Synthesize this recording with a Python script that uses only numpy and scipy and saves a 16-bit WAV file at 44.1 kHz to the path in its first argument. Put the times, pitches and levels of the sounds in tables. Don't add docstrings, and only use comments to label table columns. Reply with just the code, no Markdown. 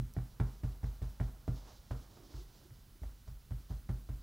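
import sys
import numpy as np
from scipy import signal
from scipy.fft import rfft, irfft
from scipy.io import wavfile
from scipy.ndimage import uniform_filter1d

SR = 44100
rng = np.random.default_rng(int(sys.argv[2]) if len(sys.argv) > 2 else 0)


def store_wav(level_fs):
    pcm = np.round(np.clip(np.atleast_2d(level_fs), -1, 1) * 32767)
    wavfile.write(sys.argv[1], SR, pcm.T.astype(np.int16))


def ratio_of_db(decibels):
    return 10 ** (np.asarray(decibels, float) / 20)


N = 186146


def curve(points, hz):
    f_hz, db = np.transpose(points)
    return np.interp(np.log(hz + 1), np.log(f_hz), db)


def colour(x, points, share=0.98):
    size = x.shape[-1]
    gain = ratio_of_db(share * curve(points, np.fft.rfftfreq(size, 1 / SR)))
    return irfft(rfft(x) * gain, size)


def unit(x):
    return x / np.sqrt(np.mean(x ** 2))


def band(x, lo_hz, hi_hz):
    return signal.sosfilt(signal.butter(2, [lo_hz, hi_hz], "bandpass", fs=SR, output="sos"), x)


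def walk(rate_hz):
    k = int(SR / rate_hz)
    return unit(uniform_filter1d(uniform_filter1d(rng.standard_normal(N), k), k))


def ring(hz, t60_s, t):
    return (t > 0) * np.sin(2 * np.pi * hz * t) * np.exp(-np.log(1000) * t / t60_s)


def push(ms):
    force = np.hanning(max(int(ms * SR / 1000), 3) + 2)
    return force / force.sum()


def add(out, s, sound):
    i = int(round(s * SR))
    piece = sound[max(-i, 0):N - i]
    start = max(i, 0)
    out[start:start + len(piece)] += piece


def swell(peak_s, db, rise_s, fall_s):
    t = np.arange(N) / SR - peak_s
    return ratio_of_db(db - 20 * np.maximum(-t / rise_s, t / fall_s)) ** 2


def table():
    # (time [s], thud [dB], sway [dB], panel [dB])
    blows = [(-.019, -19, -34.5, -37), (.162, -18.5, -36, -32.5), (.3953, -15, -29.5, -28.5),
             (.6307, -19.5, -31.5, -34.5), (.8286, -22, -30.5, -37), (1.0119, -24, -33, -41.5),
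             (1.1963, -18.5, -31, -32.5), (1.4752, -18, -33, -32), (3.5039, -23.5, -35, -40.5),
             (3.6983, -27, -34, -40), (3.8866, -20.5, -33, -35), (4.0865, -26, -36, -44),
             (1.9023, -22.5, -36, -43),
        (2.3354, -34.5, -39.5, -66),
        (2.6981, -36.5, -55, -81),
        (3.0133, -59, -36, -50),
        (3.2723, -33.5, -42, -54),
    ]
    # (frequency [Hz], level [dB], t60 [s], polarity [+-1])
    sway_modes = [(48.2, 0, .5, -1), (55.6, .5, .25, 1), (75, -3, .27, 1)]
    thud_modes = [(88, -15, .21, 1), (121.5, .5, .125, -1), (125.6, -.8, .125, 1), (126, -21, .35, 1)]
    panel_modes = [(163, -1.5, .12, -1), (200, -10, .26, 1), (255, -9, .16, -1), (330, -15, .22, 1)]
    groups = (thud_modes, sway_modes, panel_modes)

    out, t = np.zeros(N), np.arange(int(.6 * SR)) / SR
    clamp = signal.butter(2, 25, "highpass", fs=SR, output="sos")
    rows = blows
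    spread = rng.standard_normal((len(rows), sum(len(group) for group in groups)))
    for (s, *levels_db), draws in zip(rows, spread):
        modes = [(*mode, gain_db) for group, gain_db in zip(groups, levels_db) for mode in group]
        sound = np.zeros(len(t))
        for (hz, db, t60_s, sign, gain_db), z in zip(modes, draws):
            delay_s = .043 / np.sqrt(hz)
            sound += sign * ratio_of_db(db + gain_db) * ring(hz, t60_s * (1 + .015 * z), t - delay_s)
        struck = signal.fftconvolve(sound, push(2.))
        add(out, s - .001, signal.sosfilt(clamp, struck))
    return out


def knocks():
    # (time [s], peak [dB], main ring [Hz], brightness [dB], crunch [dB])
    hits = [(0.002, -62, 620, -9, -58), (0.166, -38, 677, -15, -51), (0.4, -37, 790, -2, -42),
            (0.634, -50, 560, -28, -45.5), (0.831, -49.5, 800, -20, -53), (1.017, -60, 533, -19, -48.5),
            (1.2, -38, 653, -9.5, -44.5), (1.479, -36.5, 656, -28, -47), (1.648, -63, 665, -9, -57),
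            (1.909, -37.5, 678, -17, -41.5), (2.17, -55, 700, -15, -56.5), (2.337, -66, 910, -5, -54.5),
            (2.705, -63.5, 880, -1, -70), (3.018, -69, 595, -14, -66), (3.034, -46, 620, -14, -55.5),
            (3.278, -54, 730, -10, -65.5), (3.508, -46.5, 650, -14, -57), (3.707, -48, 720, -20, -51.5),
            (3.891, -56, 716, -1, -46), (4.089, -47.5, 620, -22, -49.5)]
    # (time [s], peak [dB], brightness [dB])
    rebounds = [
        (0.1865, -43.5, -10),
        (0.412, -40, -16),
        (0.424, -43, -25),
        (0.645, -60, -15),
        (0.842, -44, -11),
        (1.027, -62, -20),
        (1.211, -40, -11),
        (1.923, -51, -24),
        (3.52, -53, -6),
        (3.903, -60, -10),
    ]
    # (frequency [Hz], level [dB], t60 [s])
    case_modes = [(440, 6, 0.01), (646, -12, 0.02), (930, -8, 0.013), (1110, -14.5, 0.016),
                  (1496, 12.5, 0.0056), (1794, 6, 0.0066), (1910, 4.5, 0.018), (2320, -1.5, 0.024),
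                  (3300, -4, 0.0081)]
    # (frequency [Hz], density [dB per Hz])
    crush = [(200, 6), (350, 5.5), (750, -4), (1500, -8), (2500, -19.5), (5000, -24.5), (8000, -30),
             (15000, -38)]

    out, t = np.zeros(N), np.arange(int(.2 * SR)) / SR
    rebound_hz, rebound_crunch_db = 700, -60
    rows = sorted(hits + [(s, db, rebound_hz, bright_db, rebound_crunch_db) for s, db, bright_db in rebounds])
    spread = rng.standard_normal((len(rows), 2, len(case_modes)))
    noise = rng.standard_normal((len(rows), len(t)))
    crunch_rise = 1 - np.exp(-t / 0.00084)
    crunch_decay = ratio_of_db(-60 * t / 0.066) + 0.39 * ratio_of_db(-60 * t / 0.3)
    for (s, db, hz, bright_db, crunch_db), draws, grain in zip(rows, spread, noise):
        sound = -ring(hz, .03, t)
        for (mode_hz, mode_db, t60_s), a, b in zip(case_modes, *draws):
            level_db = mode_db + 1.5 * a + bright_db * (mode_hz > 1400)
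            sound += np.sign(b) * ratio_of_db(level_db) * ring(mode_hz * (1 + .03 * b), t60_s, t)
        knock = signal.fftconvolve(sound, push(0.26))[:len(t)]
        crunch = unit(colour(grain, crush)) * crunch_decay * crunch_rise
        add(out, s, ratio_of_db(db - 4.5) * knock + ratio_of_db(crunch_db - 2.0) * crunch)
    return out


def ticks():
    # (time [s], peak [dB], frequency [Hz])
    snaps = [
        (0.1379, -45, 5900),
        (0.4, -54, 4700),
        (0.4364, -64, 4970),
        (0.833, -61, 3800),
        (1.0276, -50.5, 3520),
        (1.479, -53, 5130),
        (3.019, -57, 4960),
        (3.278, -58, 3500),
        (3.508, -59, 4500),
    ]
    out, t = np.zeros(N), np.arange(400) / SR
    rise = 1 - np.exp(-t / .0002)
    for s, db, hz in snaps:
        partials = sum(ring(k * hz, .003, t) for k in (1, 1.4, 1.9, 2.3))
        add(out, s, ratio_of_db(db + 1.5) * rise * partials)
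    return out


def brush():
    # (time [s], level [dB], 20 dB fall [s])
    peels = [
        (.15, -74, .5),
        (.47, -70, .3),
        (.65, -71.5, .35),
        (.84, -69, .35),
        (1.025, -70, .3),
        (1.23, -71, .4),
        (3.035, -68.5, .08),
        (3.28, -69, .05),
        (3.7, -67, .08),
    ]
    # (peak time [s], level [dB], 20 dB rise [s], 20 dB fall [s])
    strokes = [
        (1.57, -66.5, .25, .4),
        (1.7, -64, .15, .25),
        (2.06, -73, .5, .5),
        (2.39, -67, .8, .2),
        (2.57, -72, .3, .5),
    ]
    # (peak time [s], level [dB], 20 dB rise [s], 20 dB fall [s])
    shoves = [
        (2.02, -69, .01, .045),
        (2.2, -69, .06, .3),
        (2.42, -60.5, .5, .065),
        (2.66, -68.5, .25, .12),
        (2.96, -71, .15, .03),
    ]

    peel = sum(swell(s, db, .015, fall_s) for s, db, fall_s in peels)
    stroke = sum(swell(*row) for row in strokes)
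    shove = sum(swell(*row) for row in shoves)
    slips = rng.standard_normal((3, N)) * ratio_of_db(1.5 * rng.exponential(size=(3, N)))

    rest_hiss_db, rest_drag_db = -76.5, -78
    hiss = unit(band(band(slips[0], 3000, 6800), 2800, 7000)) * ratio_of_db(1.6 * walk(40))
    hiss *= np.sqrt(peel + stroke + ratio_of_db(rest_hiss_db) ** 2)

    peel_drag_db, stroke_drag_db = 10.5, 5
    drag = unit(colour(slips[1], [(200, -13), (400, -3), (800, -2), (1500, -11), (2500, -20), (6000, -33)]))
    drag *= ratio_of_db(1.5 * walk(40))
    drag_power = ratio_of_db(peel_drag_db) ** 2 * peel + ratio_of_db(stroke_drag_db) ** 2 * stroke
    drag *= np.sqrt(drag_power + ratio_of_db(rest_drag_db) ** 2)

    hum = unit(band(band(slips[2], 270, 403), 270, 403)) * np.sqrt(shove)
    return ratio_of_db(-0.5) * hiss + ratio_of_db(-5.5) * drag + ratio_of_db(-0.5) * hum


def echo(x):
    t = np.arange(int(.4 * SR)) / SR
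    t60_s, level_db = .3, -15
    low = band(rng.standard_normal(len(t)), 162, 1580)
    high = band(rng.standard_normal(len(t)), 1160, 5100)
    tail = low * ratio_of_db(-60 * t / t60_s) + .5 * high * ratio_of_db(-60 * t / (0.58 * t60_s))
    tail *= 1 - np.exp(-t / 0.007)
    tail /= np.sqrt(np.sum(tail ** 2))
    return ratio_of_db(level_db) * signal.fftconvolve(x, tail)[:N]


def room(hits):
    # (frequency [Hz], density [dB per Hz])
    noise_floor = [(22, -18.5), (35, 0.5), (60, -8), (130, -12), (300, -26.5), (600, -36.5), (1400, -35),
                   (1800, -39), (2800, -40.5), (3300, -41), (6500, -42), (7500, -43.5), (13000, -40.5),
                   (15500, -38.5)]
    # (frequency [Hz], level [dB])
    whine = [(3001, -92), (4000, -94), (5000, -95), (7018, -98), (10341, -98), (11341, -99)]

    mid, side = colour(rng.standard_normal((2, N)), noise_floor)
    loud_db = 10 * np.log10(uniform_filter1d(hits ** 2, 2000, origin=900) + 1e-9)
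    opening = np.clip((loud_db + 54) / 11.0, 0, 1)
    floor_db = -58.5
    scale = ratio_of_db(floor_db + 2.5 * opening) / np.std(mid)
    rumble = band(mid, 22, 70) * (ratio_of_db(2.5 * walk(4)) - 1)
    t = np.arange(N) / SR
    lines = sum(ratio_of_db(db + 5.5) * np.sin(2 * np.pi * hz * t) for hz, db in whine)
    apart = colour(side, [(100, -37), (1000, -19), (3000, -19), (3600, -7), (6500, -35), (7500, -15)])
    return scale * (mid + rumble) + lines, scale * apart * np.array([[1], [-1]])


def stereo(x, balance):
    return np.array([colour(x, balance, share=.5), colour(x, balance, share=-.5)])


def scene():
    # (frequency [Hz], level [dB])
    hit_balance = [(45, -.2), (100, -.7), (200, -.7), (380, -1.5), (1300, -3), (2400, -3), (4400, -2),
                   (8000, -4)]
    air_balance = [(60, -.5), (150, -2), (350, -6), (2700, -6), (3200, -1.5), (6600, -1.5), (7200, -8),
                   (12800, -8), (13500, -4)]

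    hard = knocks() + ticks()
    hits = table() + hard
    air, apart = room(hits)
    reflected = echo(hard + ratio_of_db(-2.5) * band(hits, 165, 360))
    return stereo(hits, hit_balance) + stereo(air + brush() + reflected, air_balance) + apart


def top_cut(x):
    return signal.sosfilt(signal.butter(12, 16450, fs=SR, output="sos"), x)


def record(dry):
    top = signal.ellip(8, .1, 40, 15760, fs=SR, output="sos")
    mix = signal.sosfiltfilt(top, dry)
    return top_cut(mix)


dry = scene()
out = record(dry)
store_wav(out)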